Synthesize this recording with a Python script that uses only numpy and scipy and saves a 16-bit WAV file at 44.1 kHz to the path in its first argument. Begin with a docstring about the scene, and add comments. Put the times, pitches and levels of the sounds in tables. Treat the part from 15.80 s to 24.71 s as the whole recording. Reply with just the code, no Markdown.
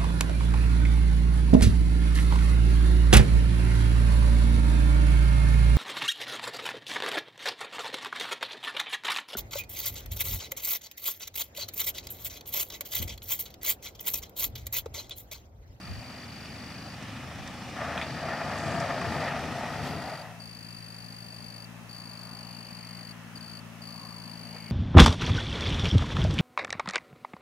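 """A light piston plane lands with its engine idling: low firing tones, exhaust sputter and chopped air.
Its tyres touch down and rumble over grass and gravel as shaped noise, with thuds, clacks and sprays.
The scene dissolves into a second approach: firing tones drone in the air under sweeping propeller swishes.
A cricket trills in bouts of raspy wing strokes, first farther off, then close by.
A camera's tape drive buzzes and whines faintly throughout, over microphone hiss."""
import sys
import numpy as np
from scipy import signal
from scipy.fft import rfft, irfft, next_fast_len
from scipy.io import wavfile
from scipy.ndimage import uniform_filter1d, map_coordinates

SR = 44100
rng = np.random.default_rng(int(sys.argv[2]) if len(sys.argv) > 2 else 0)


def store_pcm(level_fs):
    """Save levels as 16-bit WAV."""
    pcm = np.round(np.clip(level_fs, -1, 1) * 32767).astype(np.int16)
    wavfile.write(sys.argv[1], SR, np.atleast_2d(pcm).T)


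N = 392931

# Spectra give only a shape; the sound they colour is scaled to rms 1 and levelled afterwards.

# microphone hiss and far field noise: freq_hz, level_db per Hz
HISS = [(35, 2), (80, 13), (300, 8), (2300, 4.5), (2700, -3), (3050, -3), (4000, -2), (5600, -4),
        (6400, -4), (7000, -7), (7800, -8), (8700, -7.5), (10500, -8.5), (12500, -11.5), (13400, -9),
        (14400, -15), (15000, -21), (15800, -21)]
# stereo likeness of the wide noises: freq_hz, left_right_likeness (0-1)
LIKENESS = [(40, 0.61), (130, 1), (1200, 0.97), (2500, 0.98), (5000, 0.6), (12000, 0.11)]
# tones of the camera, the tape drive's whine and a thin whistle at 15734 Hz: freq_hz, level_db (rms)
CAMERA_TONES = [(1723, -69), (1760, -72), (1809, -72), (1873, -69), (2024, -72), (2322, -73), (2472, -74),
                (2623, -68), (2697, -76), (2772, -75), (2922, -78), (3147, -79), (6293, -81), (6369, -81),
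                (6444, -84), (6519, -81), (6594, -83), (6669, -84), (8691, -82), (9740, -82), (10341, -85),
                (11989, -86), (13269, -85), (13336, -83), (13486, -86), (15734, -89)]
# buzz of the tape heads: freq_hz, level_db
HEAD_BUZZ = [(700, -48), (1600, -14), (2300, -3), (2650, 2), (3000, -4), (3900, -8), (4600, -6), (5200, 0),
             (6400, -4), (7800, -9), (9800, -5), (12000, -8), (13400, -12), (14500, -13), (15500, -36)]
# whirr of the tape motor in the casing: freq_hz, level_db per Hz
MOTOR_WHIRR = [(2000, -28), (2480, -8), (2680, 2), (2850, -7), (3200, -12), (3900, -27), (5000, -29)]
# puffs of wind on the microphone: centre_s, level_db, half_length_s
PUFFS = [(0.116, -38, 0.027), (0.189, -39, 0.011), (1.608, -45, 0.026), (1.686, -55, 0.03)]
# soft bumps of the hand as the camera swings down: centre_s, level_db, half_length_s, rustle_db
HANDLING = [(8.613, -51, 0.0063, -14), (8.763, -53.5, 0.016, 3)]
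# cricket bouts: start_s, end_s, level_db, strokes_per_s (once settled), pitch_hz (before the sag), nearness (0-1)
TRILLS = [(0.01, 0.23, -46.1, 49, 4760, 0.27), (0.24, 0.462, -46.1, 49, 4760, 0.27),
          (0.479, 0.595, -46.3, 49, 4760, 0.27), (0.606, 0.685, -46.5, 48, 4760, 0.27),
          (0.7, 1.148, -46.3, 49, 4760, 0.27), (2.221, 3.494, -46.2, 49, 4800, 0.1),
          (3.923, 4.44, -44.7, 50.5, 4730, 1), (4.599, 5.855, -44.5, 49.6, 4720, 1),
          (6.092, 7.32, -44, 49.6, 4700, 1), (7.555, 7.582, -43, 49, 4705, 1),
          (7.607, 7.815, -44, 50, 4690, 1), (8.018, 8.92, -44, 51.8, 4700, 1)]
# loudness through one wing stroke of average length, close by: time_s, level_db
WING_STROKE = [(0, -26), (.0007, -7), (.0026, -.5), (.006, 0), (.0085, -4.5), (.0112, -13), (.0135, -23),
               (.016, -42)]
# scrape of the wing's file under each stroke: freq_hz, level_db per Hz
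FILE_RASP = [(2500, -25), (4000, -12), (5000, 0), (5600, -11), (6600, 0), (7900, -6), (9200, -7),
             (10500, -8), (12000, -12), (13900, -2), (15500, -15)]
# the near cricket emerges with the dissolve: time_s, gain_db
CRICKET_IN = [(3.92, -4.5), (4.5, 1.5)]
# sprays of grit and grass from the tyres: centre_s, level_db, half_length_s, centre_hz
SPRAYS = [(1.29, -53, 0.097, 3030), (2.89, -54, 0.1, 6900), (3.35, -62, 0.04, 9000),
          (3.48, -46.5, 0.058, 2680), (4.08, -61, .04, 12000)]
# stones flicked by the tyres: start_s, level_db (before a common trim), t60_s, snap_db (relative to the clack)
STONES = [(0.433, -31, 0.018, -18), (0.657, -36, .04, -9), (1.225, -36, 0.065, -6), (1.675, -32, 0.033, -3),
          (2.176, -22.5, 0.051, -22), (2.195, -32, 0.093, -18.5), (2.213, -24, 0.13, -25),
          (2.783, -38, .03, 4), (3.0, -37, 0.06, 5.5), (3.213, -31, 0.043, -8), (3.591, -33, .02, -2)]
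# what a flicked stone rings with: freq_hz, level_db per Hz
CLACK = [(300, -24), (900, 3), (1500, 8.5), (1850, 13), (2150, 7.5), (2520, 12.5), (2950, 2), (3450, 9.5),
         (3900, 1), (4600, -15), (9000, -17), (15000, -28)]
# rolling undercarriage: freq_hz, level_db per Hz
THUD = [(40, -34), (80, -6), (120, -3.5), (150, 2.5), (195, -7), (260, -4.5), (340, -13), (450, -13),
        (800, -43), (2000, -80)]
# rolling airframe, before its resonances drift: freq_hz, level_db per Hz
ROAR = [(250, -33), (450, -11), (570, -1.5), (625, -0.5), (672, 4), (735, -1), (850, -2.5), (1030, -9.5),
        (1200, -2), (1320, -3.5), (1530, -8.5), (1800, -2), (2150, -12.5), (2480, -10.5), (3600, -74)]
# gravel under the tyres: freq_hz, level_db per Hz
GRIT = [(1500, -11), (2700, 5.5), (3300, 4), (4200, 1), (5600, -1.5), (7000, -8.5), (10000, -15.5),
        (13500, -19), (15000, -36)]
# the airframe's lowest resonance, singing out: freq_hz, level_db per Hz
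RING = [(400, -60), (580, -25), (645, -6.5), (675, 2), (715, -8), (800, -28), (1100, -62)]
# bumps in the strip: centre_s, thud_db, half_length_s, roar_drop_db (as the tyres unload)
BUMPS = [(2.3, -42, 0.073, 7), (2.85, -38.5, 0.038, 0.5), (2.953, -36, 0.063, 1), (3.301, -35, 0.11, 1),
         (3.697, -37.5, 0.053, 3.5), (4.11, -36.5, 0.097, 2)]
# rougher and smoother ground: centre_s, hollow_boom_lift_db, upper_roar_lift_db, crunch_lift_db, half_length_s
PATCHES = [(2.04, 2, 1, 1, 0.035), (2.16, 2, 1, 1, 0.045), (2.5, 1.5, 1, -2, 0.055),
           (2.71, 0.5, 1.5, 0.5, 0.032), (2.797, -4.5, -1, 0.5, 0.023), (3.048, 1.5, 2.2, 1.5, 0.085),
           (3.313, -1.5, -0.5, 2.5, 0.035), (3.422, 3, 3, 0.5, 0.032), (3.5, -2, 4, -2, 0.036),
           (3.617, -1.5, -1.5, -0.5, 0.07), (4.07, 2.5, 2, 5, 0.034)]
# the roar's resonances drift, then rise as the plane rolls closer: time_s, pitch_ratio
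RESONANCE_PITCH = [(2.0, 1.004), (2.18, 0.99), (2.55, 1.003), (3.1, 0.99), (3.48, 1.04), (3.65, 1.03),
                   (4.1, 1.07)]
# engine in the air: time_s, firing_rate_hz
FLIGHT_RATE = [(4.6, 56.3), (5.58, 57.93), (5.99, 57.5), (6.65, 58.56), (7.35, 57.27), (8.05, 56.5),
               (8.42, 56.7), (8.65, 56.25), (8.9, 55.4)]
# its tones: multiple of the firing rate, relative level_db, growth_db_per_s as it nears
FLIGHT_ORDERS = [(1, -20.5, -1), (2, -2.5, -1), (3, -4, 0.15), (4, -14, 1.87), (5, -22.5, -1.5),
                 (6, -27, -2)]
# exhaust burble in the air: freq_hz, level_db per Hz
BURBLE = [(25, -36), (70, -24), (120, -2), (160, 1.5), (240, 5.5), (290, -1), (335, -30), (500, -37)]
# propeller rush in the air: freq_hz, level_db per Hz
FLIGHT_AIR = [(40, -15), (200, 7), (350, -5.5), (450, -6.5), (600, 3), (800, -0.5), (1030, -1), (1450, -5),
              (1770, -6.5), (2100, -7), (2750, -12), (3300, -13.5), (6000, -37), (12000, -36)]
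# low propeller swish: time_s, centre_hz, level_db
LOW_SWISH = [(5.6, 720, -63), (6.05, 1030, -60), (6.45, 1069, -54.5), (6.7, 820, -57), (7.05, 1080, -62),
             (7.55, 1120, -61), (8.2, 950, -69), (8.7, 618, -60)]
# high propeller swish that sweeps down: time_s, centre_hz, level_db
HIGH_SWISH = [(6.7, 2700, -65), (7.08, 2100, -60), (7.4, 1717, -60), (7.7, 1390, -60), (7.92, 1180, -65),
              (8.12, 1100, -58), (8.32, 1050, -53.5), (8.55, 950, -67)]
# thin hiss from the blade tips: time_s, centre_hz, level_db
TIP_SWISH = [(6.7, 2780, -66), (7.15, 2950, -66), (7.65, 3000, -66.5), (8.3, 2950, -75), (8.8, 2900, -62)]
# bright rush as the plane comes overhead: time_s, centre_hz, level_db
OVERHEAD_SWISH = [(8.62, 2250, -67), (8.76, 2260, -60), (8.9, 2230, -55)]
# idling engine: time_s, firing_rate_hz
IDLE_RATE = [(0, 26.2), (1.2, 26.44), (2.3, 26.6), (3.2, 26.21), (4.6, 24.96)]
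# its tones: multiple of the firing rate, relative level_db
IDLE_ORDERS = [(2, -21), (3, -10), (4, -11.5), (5, -12), (6, -12), (7, -12.5), (9, -16)]
# its exhaust sputter: freq_hz, level_db per Hz
EXHAUST_PIPE = [(30, -27), (55, -22), (80, -7.5), (120, -1), (160, -9.5), (200, -2), (260, -2.5),
                (340, -22), (600, -28), (1500, -75)]
# its propeller air: freq_hz, level_db per Hz
IDLE_AIR = [(180, -15), (300, -2.5), (421, -9.5), (580, -3.5), (762, -3), (1000, -9), (1220, -4.5),
            (1500, -9.5), (1860, -5.5), (2170, -9.5), (2450, -6.5), (2700, -13.5), (2920, -9), (3170, -15),
            (3430, -12.5), (4060, -17), (5600, -14.5), (6400, -22), (9220, -28.5), (14000, -60)]

TOP_HZ = 15800  # the camera's band limit

# the landing dissolves into the second approach: (start s, end s)
LANDING_OUT, FLIGHT_IN = (4.28, 4.65), (4.33, 4.49)

# motor whirr at the left port; the casing rocks, so the right port gets this share inverted
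WHIRR_DB, WHIRR_RIGHT = -57.5, 0.48

SAG_NEAR, SAG_FAR = 0.092, 0.146  # share of its pitch that a stroke loses in its first 12 ms
# a far cricket's strokes alternate, one high and strong, the next low and weak: (share of pitch, dB)
SWING, SWING_DB = 0.016, 0.8
RASP_DB = -17.5  # relative to the tone
GRASS_T60_S, GRASS_DB = 0.07, -13  # the grass smears the far song
ECHO_S, ECHO_DB = 0.0055, -17  # the song comes again off the ground

SPRAY_OCTAVES = 0.36
CLACK_ATTACK_S, STONE_TRIM_DB = 0.001, -7.0

# the wheels touch and take the weight; the roll swells to its loudest moment and eases off
TOUCHDOWN_S, SETTLE_S, LOUDEST_S = 1.925, 0.082, 3.41
ROLL_RISE_DB_PER_S, ROLL_FALL_DB_PER_S = 3, 4
THUD_DB, ROAR_DB, GRIT_DB = -40, -32, -47.5  # at the loudest moment, before bumps and patches
SOFTENING_DB_PER_S = 2.5  # the airframe's upper resonances weaken after touchdown
RING_DB, RING_S, RING_HALF_S = -37, 3.02, 0.13  # the ring swells and fades around 3.02 s, before the roll is at its loudest
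# the crunch gains treble steadily as the wheels come closer; GRIT_TREBLE_DB is the lift at the loudest moment
GRIT_TREBLE_HZ, GRIT_TREBLE_DB, GRIT_TREBLE_DB_PER_S = 8000, 3, 2.5

# the plane in the air grows louder as it nears
DRONE_DB, DRONE_DB_PER_S = -50, 0.71
AIR_DB, AIR_DB_PER_S = -58.5, 1.1
UNEVEN_SHARE = 0.056  # the three cylinders of a bank differ in strength
SWISH_FADE_S = 0.2

# the idling engine grows louder as it glides in, until the wheels touch
EXHAUST_DB, EXHAUST_DB_PER_S = -48.5, 2
PROPELLER_DB, PROPELLER_DB_PER_S = -49, 3


def amp(db):
    """Decibels to gain."""
    return 10 ** (np.asarray(db) / 20)


def unit(x):
    """Scale to rms 1."""
    return x / np.sqrt(np.mean(x ** 2) + 1e-20)


def clock():
    """The time of every sample in seconds."""
    return np.arange(N) / SR


def along(points, hz):
    """Read (Hz, value) points on a log frequency axis."""
    f, v = np.transpose(points)
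    return np.interp(np.log(hz + 1), np.log(f + 1), v)


def curves(rows):
    """One value per sample for each column after the time."""
    s, *cols = np.transpose(rows)
    return [np.interp(clock(), s, c) for c in cols]


def fade(start, end):
    """A ramp from 0 to 1 between two times."""
    return np.clip((clock() - start) / max(end - start, 1e-3), 0, 1)


def hump(s, length):
    """A smooth bell of height 1 around a moment."""
    return np.exp(-((clock() - s) / length) ** 2 / 2)


def wobble(rate):
    """A smooth random curve with rate knots a second."""
    knots = rng.standard_normal(int(N * rate / SR) + 4)
    return map_coordinates(knots, [np.arange(N) * rate / SR])


def noise_pair():
    """Two unrelated white noises."""
    return rng.standard_normal((2, N))


def filtered(x, response):
    """Multiply the spectrum of x by a response of frequency."""
    m = next_fast_len(N + SR // 2)
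    return irfft(rfft(x, m) * response(np.fft.rfftfreq(m, 1 / SR)), m)[..., :N]


def coloured(x, spectrum):
    """x shaped by a spectrum, at rms 1."""
    return unit(filtered(x, lambda hz: amp(along(spectrum, hz))))


def placed(x, left_db):
    """Lean a sound to the left by a level difference."""
    return x * amp([[left_db / 2], [-left_db / 2]])


def widened(pair):
    """Two unrelated signals become one stereo sound, wider in the treble."""
    def mid_side(hz):
        turn = np.arccos(np.clip(along(LIKENESS, hz), -1, 1)) / 2
        return np.array([np.cos(turn), np.sin(turn)])

    mid, side = filtered(pair, mid_side)
    return np.array([mid + side, mid - side])


def spread(pair, spectrum):
    """A coloured stereo sound of rms 1."""
    return coloured(widened(pair), spectrum)


def rush(spectrum, patchy_db):
    """Stereo turbulence with time-frequency patches of random gain."""
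    z = signal.stft(noise_pair(), nperseg=512)[2]
    field = rng.standard_normal(z.shape[1:])
    field = uniform_filter1d(field, size=4, axis=0)  # across frequency
    field = uniform_filter1d(field, size=16, axis=1)  # across time
    patchy = signal.istft(z * amp(patchy_db * unit(field)), nperseg=512)[1][:, :N]
    return spread(patchy, spectrum)


def grains(rate, scatter_db):
    """Two streams of tiny impacts of unequal size, rate a second in each."""
    hit = rng.random((2, N)) < rate / SR
    size = rng.standard_normal((2, N)) * amp(scatter_db * rng.standard_normal((2, N)))
    return unit(hit * size)


def even_ring(decay):
    """Keep the phase of a decaying burst but make its spectrum flat."""
    return irfft(np.exp(1j * np.angle(rfft(decay))))


def camera():
    """The spinning tape drum buzzes and whines, the motor whirrs, and the microphone hisses."""
    t = clock()
    drum_hz = 74.925
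    turns = np.arange(int(N / SR * drum_hz))
    ticks = np.bincount((turns * SR / drum_hz).astype(int), minlength=N)
    # two heads pass each turn, the second more weakly
    half_turn = round(SR / drum_hz / 2)
    ticks = ticks + .45 * np.roll(ticks, half_turn)
    casing = even_ring(rng.standard_normal((2, SR // 100)) * amp(-60 * t[:SR // 100] / .015))
    heads = signal.fftconvolve(ticks[None], casing, axes=1)[:, :N]
    buzz = amp(-65.5) * coloured(heads, HEAD_BUZZ)
    whine = 0
    for hz, db in CAMERA_TONES:
        phase = 2 * np.pi * hz * t + .25 * wobble(9) + rng.normal(0, .7, (2, 1))
        whine = whine + amp(db + 3 + 1.2 * wobble(5)) * np.sin(phase)  # +3 dB: rms to peak
    hiss = amp(-53.5) * coloured(noise_pair(), HISS)
    rocking = np.array([[1], [-WHIRR_RIGHT]])
    whirr = amp(WHIRR_DB) * coloured(rng.standard_normal(N), MOTOR_WHIRR) * rocking
    return whine + buzz + whirr + placed(hiss, left_db=-3.5)


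def wind():
    """Brief low buffets, different at each microphone port, over a faint breeze until the dissolve."""
    puffs = sum(amp(db) * hump(s, length) for s, db, length in PUFFS)
    breeze = amp(-71) * (1 - fade(*LANDING_OUT))
    low = [(10, -23), (35, -4), (75, 9), (130, 7.5), (300, -33), (1000, -70)]
    return (puffs + breeze) * coloured(noise_pair(), low)


def handling():
    """Dull knocks on the camera's casing, each a bell of dark noise with a little grainy rustle."""
    rub = spread(noise_pair(), [(150, -25), (330, -11), (460, 6), (650, -5), (1000, -4),
                                (1400, -22), (3000, -45), (8000, -70)])
    rustle = spread(grains(rate=2800, scatter_db=2.0),
                    [(600, -20), (1300, 3), (2500, 0), (3500, -15), (8000, -30)])
    return sum(amp(db) * hump(s, length) * (rub + amp(rustle_db) * rustle)
               for s, db, length, rustle_db in HANDLING)


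def scattered(x):
    """The short diffuse tail that the grass gives to a far sound."""
    t = clock()[:SR // 12]
    tail = even_ring(rng.standard_normal((2, len(t))) * amp(-60 * t / GRASS_T60_S))
    return signal.fftconvolve(x, tail, axes=1)[:, :N]


def cricket():
    """Each wing stroke is a short raspy tone that sags in pitch; a near bout starts fast and settles."""
    t = clock()[:SR // 60]
    lead = np.array([[.74], [-.74]])  # radians by which the left port hears it early and the right late
    song, far, scrape = np.zeros((2, N + SR)), np.zeros((2, N + SR)), np.zeros(N + SR)
    for start, end, db, rate, pitch_hz, near in TRILLS:
        s, sag = start, SAG_FAR + (SAG_NEAR - SAG_FAR) * near
        for k, (gap, size, tune, stretch) in enumerate(rng.standard_normal((80, 4))):
            if s > end - .008:
                break
            # far strokes last longer
            age = t * np.exp(0.07 * stretch) / (1 + .17 * (1 - near))
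            emerging_db = np.interp(s, *np.transpose(CRICKET_IN)) if near == 1 else 0
            turn = (1 - near) * (-1) ** k
            stroke_db = db + 0.84 + emerging_db + SWING_DB * turn + 0.75 * size
            swell = amp(stroke_db + np.interp(age, *np.transpose(WING_STROKE)))
            detune = (.009 - 0.0067 * near) * tune + SWING * turn
            hz = pitch_hz * (1 + detune) * (1 - sag * (age / 0.012) ** 1.76)
            slip = np.cumsum(rng.standard_normal(len(t))) * 0.022  # the file's teeth catch unevenly
            phase = 2 * np.pi * np.cumsum(hz) / SR + slip + lead
            second = amp(-8) * np.sin(2 * phase - .2 * lead)
            third = amp(-21.5) * np.sin(3 * phase - 1.6 * lead)
            tone = placed(np.sin(phase), 4 + 4.8 * near) + placed(near * (second + third), left_db=3.0)
            at = slice(int(s * SR), int(s * SR) + len(t))
            song[:, at] += swell * tone
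            far[:, at] += (1 - near) * swell * tone
            scrape[at] += near * swell
            hurry = 1 + .13 * near * np.exp(-(s - start) / .22)
            s += (1 + .04 * gap) / (rate * hurry)
    file_noise = filtered(rng.standard_normal(N), lambda hz: np.exp(1.15j * lead * hz / 4700))
    rasp = amp(RASP_DB) * scrape[:N] * coloured(file_noise, FILE_RASP)
    song = song[:, :N] + amp(GRASS_DB) * scattered(far) + placed(rasp, left_db=-6.0)
    return filtered(song, lambda hz: 1 + amp(ECHO_DB) * np.exp(-2j * np.pi * hz * ECHO_S))


def sprays():
    """Short showers of grit: dense tiny impacts, each shower in its own band."""
    shower = grains(rate=20000, scatter_db=1.0)

    def band(centre_hz):
        return unit(filtered(
            shower, lambda hz: np.exp(-(np.log2((hz + 1) / centre_hz) / SPRAY_OCTAVES) ** 2 / 2)))

    return widened(sum(amp(db) * hump(s, length) * band(centre_hz)
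                       for s, db, length, centre_hz in SPRAYS))


def stones():
    """Each flicked stone gives a short dry clack of decaying noise with a bright snap on top."""
    t = clock()
    clack = spread(noise_pair(), CLACK)
    snap = spread(noise_pair(), [(2500, -23), (5500, 10.5), (8500, 1.5), (11000, -10), (15000, -25)])
    out = 0
    for s, db, t60, snap_db in STONES:
        decay = amp(db + STONE_TRIM_DB - 60 * np.abs(t - s) / t60)
        out = out + decay * fade(s, s + CLACK_ATTACK_S) * (clack + amp(snap_db) * snap)
    return out


def firing_phase():
    """The idling engine's cycle in radians, one turn for each firing."""
    return 2 * np.pi * np.cumsum(curves(IDLE_RATE)[0]) / SR


def rising(x):
    """Play a noise at a changing speed, so that its resonances drift and climb."""
    speed, = curves(RESONANCE_PITCH)
    return np.array([map_coordinates(side, [np.cumsum(speed)], mode="mirror") for side in x])


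def tyres():
    """Bumps thud through the undercarriage, the hollow airframe roars, gravel crunches."""
    t = clock()
    roll_db = -ROLL_RISE_DB_PER_S * np.maximum(LOUDEST_S - t, 0)
    roll_db = roll_db - ROLL_FALL_DB_PER_S * np.maximum(t - LOUDEST_S, 0)
    unload_db = sum(drop_db * hump(s, length) for s, _, length, drop_db in BUMPS)
    boom_db, upper_db, gravel_db = sum(np.outer(lifts, hump(s, length)) for s, *lifts, length in PATCHES)
    jolts = sum(amp(db) * hump(s, length) for s, db, length, _ in BUMPS)
    ruts = wobble(28.06)
    shake = 1 + 0.048 * np.cos(firing_phase())  # the engine shakes the roar and crunch

    thud_gain = np.hypot(amp(THUD_DB + 1.4 * roll_db), jolts)
    thud = thud_gain * amp(0.81 * ruts) * rush(THUD, patchy_db=-0.5)

    airframe = rising(spread(noise_pair(), ROAR))
    hollow = filtered(airframe, lambda hz: 1 / (1 + (hz / 1050) ** 6))
    # hard ground excites the upper resonances more than soft turf does
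    upper_db = upper_db - SOFTENING_DB_PER_S * (t - TOUCHDOWN_S)
    airframe = amp(boom_db) * hollow + amp(upper_db) * (airframe - hollow)
    rattle_db = 1.4 * wobble(160)
    roar = amp(ROAR_DB + roll_db - unload_db + 0.49 * ruts + rattle_db) * shake * airframe
    ring = amp(RING_DB) * hump(RING_S, RING_HALF_S) * spread(noise_pair(), RING)

    crunch = spread(grains(rate=14000, scatter_db=0.5), GRIT)
    coarse = filtered(crunch, lambda hz: 1 / (1 + (hz / GRIT_TREBLE_HZ) ** 6))
    treble_db = GRIT_TREBLE_DB + GRIT_TREBLE_DB_PER_S * (t - LOUDEST_S)
    crunch = coarse + amp(treble_db) * (crunch - coarse)
    flutter_db = 0.7 * wobble(40)
    grit = amp(GRIT_DB + roll_db + gravel_db - 0.15 * unload_db + flutter_db) * shake * crunch

    weight = fade(TOUCHDOWN_S, TOUCHDOWN_S + SETTLE_S)
    rolling = placed(thud, left_db=4.0) + placed(roar + ring, left_db=1.95) + placed(grit, left_db=-1.0)
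    return rolling * weight * (1 - fade(*LANDING_OUT))


def swish(track, octaves):
    """A band of propeller noise that drifts in pitch as the plane banks."""
    centre_hz, swish_db = curves(track)
    hz, s, z = signal.stft(rng.standard_normal(N), SR, nperseg=512)
    offset = np.log2((hz[:, None] + 1) / np.interp(s, clock(), centre_hz))
    band = np.exp(-(offset / octaves) ** 2 / 2)
    band = band / np.linalg.norm(band, axis=0)  # equal power at every pitch
    noise = signal.istft(z * band, nperseg=512)[1][:N]
    first_s = track[0][0]
    return amp(swish_db) * fade(first_s - SWISH_FADE_S, first_s) * unit(noise)


def flying_plane():
    """Clean firing orders over a rough exhaust burble and the rush of the propeller."""
    firing_hz, = curves(FLIGHT_RATE)
    nearing_s = np.maximum(clock() - FLIGHT_IN[1], 0)
    phase = 2 * np.pi * np.cumsum(firing_hz) / SR
    orders = sum(amp(db + growth * nearing_s + 0.38 * wobble(4.3)) * np.cos(round(k) * phase)
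                 for k, db, growth in FLIGHT_ORDERS)
    cylinders = 1 + UNEVEN_SHARE * np.cos(phase / 3)
    drone = unit(orders * cylinders * amp(0.22 * wobble(55)))  # firing strength varies at random
    burble = amp(-10.0) * rush(BURBLE, patchy_db=1.0) * (1 + .5 * np.cos(phase))
    engine = amp(DRONE_DB + DRONE_DB_PER_S * nearing_s) * (drone + burble)
    air = amp(AIR_DB + AIR_DB_PER_S * nearing_s) * rush(FLIGHT_AIR, patchy_db=1.0)
    air = air + swish(LOW_SWISH, octaves=0.49) + swish(HIGH_SWISH, octaves=0.21)
    air = air + swish(TIP_SWISH, octaves=0.12) + swish(OVERHEAD_SWISH, octaves=0.12)
    air = air * (1 + 0.015 * np.cos(phase))
    return (placed(engine, left_db=7.5) + placed(air, left_db=3.5)) * fade(*FLIGHT_IN)


def idling_engine():
    """Low firing orders and a sputtering exhaust; the propeller chops the air at the same rate."""
    glide_s = np.minimum(clock(), TOUCHDOWN_S)
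    phase = firing_phase()
    orders = 0
    for k, db in IDLE_ORDERS:
        # reflections from the ground and trees make each order swell and fade on its own
        swell = amp(db + 4.5 + 1.8 * wobble(4.72))
        drift = rng.uniform(0, 2 * np.pi) + 0.5 * wobble(8.9)
        orders = orders + swell * np.cos(round(k) * phase + drift)
    sputter = (1 + 0.18 * np.cos(phase)) * rush(EXHAUST_PIPE, patchy_db=0)
    exhaust = amp(EXHAUST_DB + EXHAUST_DB_PER_S * glide_s) * (orders + sputter)
    chop = 1 + 0.14 * np.cos(phase) + 0.063 * np.cos(phase / 2)  # one beat per blade and one per turn
    air = amp(PROPELLER_DB + PROPELLER_DB_PER_S * glide_s) * chop * rush(IDLE_AIR, patchy_db=1.5)
    return (placed(exhaust, left_db=1.5) + placed(air, left_db=0.8)) * (1 - fade(3.84, 4.5))


def scene():
    """The field, the landing and the second approach."""
    field = camera() + wind() + handling() + cricket()
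    ground_roll = sprays() + stones() + tyres()
    return field + ground_roll + flying_plane() + idling_engine()


def record(dry):
    """The camera keeps nothing above its band limit."""
    return filtered(dry, lambda hz: hz < TOP_HZ)


dry = scene()
out = record(dry)
store_pcm(out)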